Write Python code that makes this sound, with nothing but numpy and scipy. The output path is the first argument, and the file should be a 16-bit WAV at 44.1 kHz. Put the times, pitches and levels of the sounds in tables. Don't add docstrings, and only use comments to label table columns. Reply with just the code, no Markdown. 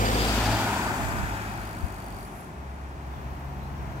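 import sys
import numpy as np
from scipy.fft import rfft, irfft, next_fast_len
from scipy.io import wavfile
from scipy.ndimage import map_coordinates

SR = 44100
rng = np.random.default_rng(int(sys.argv[2]) if len(sys.argv) > 2 else 0)


def transcribe(u):
    v = np.clip(np.atleast_2d(u).T, -1, 1)
    q = np.round(v * 32767).astype(np.int16)
    wavfile.write(sys.argv[1], SR, q)


N = 176400

# time_s, left_lag_samples
VAN_LAG = [(0, -16.5), (.13, -16.5), (.48, 1.5), (.8, 6), (1.2, 12.5), (2.2, 15.5)]
# time_s, left_minus_right_db
TREBLE_PAN = [(0, 1), (.25, 7), (.6, 5), (1.4, 1.5)]


def tyres():
    # time_s, roar_db, tread_db, upper_tread_db, hiss_db
    faders = [(0, -33.5, -32, -34.5, -38.5), (.22, -31, -35.5, -36, -35.5),
              (.45, -30.5, -33.5, -35.5, -35.5), (.65, -31, -33, -35, -38), (.88, -34.5, -36, -36.5, -44.5),
              (1.15, -36.5, -38.5, -39, -49.5), (1.45, -41, -43.5, -42.5, -50.5),
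              (1.9, -46, -46.5, -50, -60), (2.5, -53.5, -53.5, -57.5, -65.5)]
    # time_s, level_db
    fizz_fader = [(0, -41), (.55, -41), (1.1, -45.5), (1.6, -56), (2.45, -61.5), (2.58, -69)]
    # frequency_hz, relative_db
    roar_band = [(25, -41), (50, -1.5), (350, 0), (470, -9.5), (800, -32.5)]
    tread_band = [(430, -39), (560, -11), (690, -3.5), (1030, -8), (1200, -14.5), (1600, -54)]
    upper_band = [(850, -37), (1200, 2.5), (1480, 4.5), (2100, -3.5), (2500, -2), (3800, -35)]
    hiss_band = [(2000, -2.5), (3350, 4.5), (3950, 0), (5500, -1.5), (8000, -15)]
    fizz_band = [(4500, -13), (6200, 3.5), (7300, 7), (8800, 1.5), (11000, -5), (13500, -1), (15800, -13)]
    # time_s, left_minus_right_db
    tread_pan = [(0, -5), (.5, -1), (1.1, 3), (2.5, 1)]
    fade_start_s, fade_db_per_s = 2.46, 1
    fade = amp(-fade_db_per_s * np.maximum(clock() - fade_start_s, 0))
    roar_db, tread_db, upper_db, hiss_db = curves(faders)
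    roar = amp(roar_db - 1.5) * rolling(roar_band, focus=0.87)
    tread = amp(tread_db + 1.76) * rolling(tread_band, focus=1.26)
    tread += amp(upper_db + 2.0) * rolling(upper_band, focus=1.13)
    hiss = fade * amp(hiss_db + 2.06) * rolling(hiss_band, focus=0.57)
    fizz = amp(curves(fizz_fader)[0]) * rolling(fizz_band, focus=0.31)
    grit = amp(0.85 * wobble(160))
    body = fade * (roar + tread * pan(curves(tread_pan)[0]))
    return body + (hiss + fizz) * grit * pan(curves(TREBLE_PAN)[0])


def tread_horn():
    # time_s, pitch_hz, level_db
    resonance = [(.3, 800, -62), (.48, 835, -33.5), (.69, 940, -37), (.87, 912, -34.5), (1.05, 904.6, -46),
                 (1.25, 921, -44), (2.5, 650, -71)]
    # offset_hz, relative_db
    width = [(35, -0.5), (100, -10), (600, -55)]
    hz, db = curves(resonance)
    lower, upper = [noise(width, channels=1)[0] * tone(ratio * hz) for ratio in (1, 1.62)]
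    return arriving(amp(db) * (lower + amp(-8) * upper), curves(VAN_LAG)[0])


def wheel_ring():
    # frequency_hz, relative_db
    band = [(4250, -17), (4720, -2.5), (4950, -8), (5400, -29.5)]
    # time_s, level_db
    fader = [(0, -43), (.3, -37.5), (.6, -39), (1.4, -61), (2.2, -95)]
    turns_per_s = 13.4
    swells = .5 + pulses(0, N / SR, turns_per_s, width_s=.014)
    level = amp(curves(fader)[0] - 4 + 3.8 * wobble(90))
    return swells * level * rolling(band, focus=0.29) * pan(curves(TREBLE_PAN)[0])


def van_engine():
    # time_s, firing_hz, note_db, octave_db
    exhaust = [(0, 53.92, -30, -29), (.33, 54.98, -29, -37), (.5, 54.7, -31, -29), (.75, 54, -45, -40.5),
               (1.5, 52.52, -43.5, -41), (2, 51.04, -47, -46.5), (2.5, 49, -56, -70)]
    # firing_rate_multiple, level_db
    drivetrain = [(3.76, -40), (4.25, -42.5), (4.75, -43), (5.3, -51)]
    # frequency_hz, relative_db
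    bay_band = [(250, -0.5), (440, 7), (520, 7.5), (850, -27.5)]
    # time_s, level_db
    bay_fader = [(.25, -33), (.9, -70)]
    hz = curves(exhaust)[0]
    drone = sum(amp(db + 2.8 * wobble(7.37)) * tone(multiple * hz * (1 + 0.0095 * wobble(20)))
                for multiple, db in drivetrain)
    fade_start_s, fade_db_per_s = 0.32, 10.5
    drone *= amp(-fade_db_per_s * np.maximum(clock() - fade_start_s, 0))
    whirr = amp(curves(bay_fader)[0]) * rolling(bay_band, focus=0.89)
    return arriving(engine(exhaust, rough_db=0.7) + drone, curves(VAN_LAG)[0]) + whirr


def rolling(spectrum, focus):
    # time_s, share
    directness = [(0, 0.81), (.3, 0.4), (1, 0.32), (2.5, .65)]
    share = np.clip(focus * curves(directness)[0], 0, 1)
    direct = arriving(noise(spectrum, channels=1)[0], curves(VAN_LAG)[0])
    return np.sqrt(share) * direct + np.sqrt(1 - share) * diffuse(spectrum)


def engine(rows, rough_db):
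    hz, note_db, octave_db = curves(rows)
    hz = hz * (1 + 0.007 * wobble(12))
    return sum(amp(db + rough_db * wobble(14)) * tone(k * hz) for k, db in ((1, note_db), (2, octave_db)))


def wake():
    # time_s, level_db
    gusts = [(.22, -40.5), (.8, -48), (1.04, -41), (1.22, -35.5), (1.5, -48.5), (2.4, -57), (3.9, -47)]
    # time_s, left_minus_right_db
    gust_pan = [(.7, 6), (1.1, -12), (1.4, 0)]
    # centre_s, peak_db, port (0 left, 1 right)
    eddies = [(1.844, -13.5, 0)]
    lump_db, thump_hz, thump_decay_s = 3, 75, .008
    lumps = amp(lump_db * np.array([wobble(22.9), wobble(22.26)]))
    rumble = noise([(20, -13), (45, 18.5), (90, 17.5), (250, -3), (900, -64)])
    out = amp(curves(gusts)[0] + 0.5) * pan(curves(gust_pan)[0]) * lumps * rumble
    for centre_s, db, port in eddies:
        t = clock() - centre_s
        out[int(port)] += amp(db) * np.cos(2 * np.pi * thump_hz * t) * np.exp(-np.abs(t) / thump_decay_s)
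    return out


def traffic():
    # frequency_hz, relative_db
    road_band = [(200, -23.5), (320, -3.5), (380, -2), (480, -10.5), (700, -4), (900, -4.5), (2400, -19),
                 (3500, -27.5), (6500, -32), (9000, -40.5), (12000, -52)]
    rumble_band = [(22, -27), (50, 5), (200, -1), (300, -7), (450, -46.5)]
    # time_s, level_db
    fader = [(2, -45), (2.75, -45.5), (3.3, -43.5), (4, -41.5)]
    # time_s, firing_hz, note_db, octave_db
    next_engine = [(2.45, 66.9, -60, -77), (2.63, 68.15, -39.5, -54), (3.1, 67.6, -40, -50),
                   (4, 69.5, -41, -41.5)]
    left, right = noise(road_band)
    road_ends = amp(-3.5) * arriving(left, -20.0) + amp(-5.0) * arriving(right, 15.2)
    road = unit(diffuse(road_band) + road_ends)
    rumble = amp(2.0) * diffuse(rumble_band)
    level = amp(curves(fader)[0] + .6 * wobble(4.816))
    return level * (road + rumble) + engine(next_engine, rough_db=2.0)


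def insect_ticks():
    # time_s, strokes_per_s
    pace = [(1.85, 51.9), (2.25, 47)]
    # time_s, level_db
    fader = [(1.4, -55), (1.71, -48.5), (1.82, -52), (2.06, -51), (2.24, -50.5)]
    # relative_db, left_minus_right_db
    partials = [(-1, 2), (-.5, 1), (-3.5, -1)]
    start_s, end_s = 1.404, 2.262
    ring_hz, scatter_hz = 4640, 270
    buzz = 0.083 * (clock() > start_s) * (clock() < end_s)
    strokes = pulses(start_s, end_s, curves(pace)[0], width_s=.0012)
    pitches = [ring_hz + scatter_hz * wobble(2500) for port in range(2)]
    ring = sum(amp(db) * pan(lean_db) * np.array([tone(k * hz) for hz in pitches])
               for k, (db, lean_db) in enumerate(partials, 1))
    return (buzz + strokes) * amp(curves(fader)[0]) * ring


def insect_whistle():
    # time_s, pitch_hz, level_db
    contour = [(2.16, 9960, -66), (2.24, 10700, -56), (2.31, 9800, -60), (2.39, 11100, -54),
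               (2.45, 10000, -61.5), (2.53, 10020, -82)]
    # offset_hz, relative_db
    width = [(200, 0), (500, -9), (2500, -50)]
    jitter_hz, breakup_db = 140, 3.2
    hz, db = curves(contour)
    whistle = noise(width) * tone(hz + jitter_hz * wobble(120))
    sizzle = amp(-4) * noise([(11500, -16), (13300, 3), (15000, -17)])
    return (whistle + sizzle) * amp(db - 4.0 + breakup_db * wobble(110))


def insect_trill(pitch_hz=10030):
    return amp(-73) * tone(np.full(N, pitch_hz)) * noise([(40, 0), (150, -8), (900, -68)])


def insect_rasp():
    # time_s, level_db
    fader = [(2.9, -79), (3.13, -63), (3.42, -62), (3.6, -63.5)]
    strokes = .5 + .5 * pulses(3.025, N / SR, per_s=21.3, width_s=.0055)
    crackle = amp(curves(fader)[0] + 2 * wobble(300))
    return strokes * crackle * noise([(10500, -28), (13200, 2.5), (15500, -3.5)])


def bird():
    # centre_s, pitch_hz, glide_hz_per_s, level_db
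    chirps = [(3.16, 3500, -4000, -63), (3.65, 4060, 4500, -63), (3.8, 5530, -3000, -66)]
    blur = noise([(100, 4), (600, -29)])
    song, width_s = np.zeros(N), 0.029
    for centre_s, hz, glide, db in chirps:
        t = clock() - centre_s
        song += amp(db) * np.exp(-.5 * (t / width_s) ** 2) * tone(hz + glide * t)
    return blur * song


def diffuse(spectrum):
    # frequency_hz, left_right_correlation
    likeness = [(50, 0.97), (550, .94), (950, 0.94), (1500, -0.44), (2500, 0.16), (4000, 0.036)]

    def mid_side_gains(hz):
        angle = np.arccos(np.clip(along(likeness, hz), -1, 1)) / 2
        return np.array([np.cos(angle), np.sin(angle)])

    mid, side = filtered(noise(spectrum), mid_side_gains)
    return unit(np.array([mid + side, mid - side]))


def arriving(x, lag):
    return np.array([map_coordinates(x, [np.arange(N) + side * lag / 2], mode="mirror") for side in (-1, 1)])


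def pan(db):
    return amp(np.array([[.5], [-.5]]) * db)


def tone(hz):
    return np.sqrt(2) * np.sin(2 * np.pi * (np.cumsum(hz) / SR + rng.random()))


def pulses(start_s, end_s, per_s, width_s):
    t = clock()
    turns = np.cumsum(per_s * (t >= start_s)) / SR
    from_peak_s = (turns - np.round(turns)) / per_s
    return np.exp(-.5 * (from_peak_s / width_s) ** 2) * (t >= start_s) * (t < end_s)


def noise(spectrum, channels=2):
    return unit(filtered(rng.standard_normal((channels, N)), lambda hz: amp(along(spectrum, hz))))


def filtered(x, response):
    size = next_fast_len(N + SR // 4)
    return irfft(rfft(x, size) * response(np.fft.rfftfreq(size, 1 / SR)), size)[..., :N]


def wobble(rate):
    return map_coordinates(rng.standard_normal(int(N * rate / SR) + 4), [clock() * rate])


def curves(rows):
    times, *columns = np.transpose(rows)
    return [np.interp(clock(), times, column) for column in columns]


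def along(points, hz):
    frequencies, values = np.transpose(points)
    return np.interp(np.log(hz + 1), np.log(frequencies + 1), values)


def clock():
    return np.arange(N) / SR


def amp(db):
    return 10 ** (np.asarray(db) / 20)


def unit(x):
    return x / np.sqrt(np.mean(x ** 2) + 1e-20)


def scene():
    road = tyres() + tread_horn() + wheel_ring() + van_engine() + traffic() + wake()
    insects = insect_whistle() + insect_trill() + insect_rasp() + insect_ticks()
    return road + insects + bird()


def record(dry):
    # frequency_hz, left_minus_right_db
    port_balance = [(500, .5), (1000, 2.5), (1800, 5.5), (2400, 0.5), (3300, -4), (4500, 1), (6000, -4.5),
                    (7500, 0), (11000, -2), (14000, -8.5)]
    cutoff_hz = 15800
    return filtered(dry, lambda hz: pan(along(port_balance, hz)) * (hz < cutoff_hz))


dry = scene()
out = record(dry)
transcribe(out)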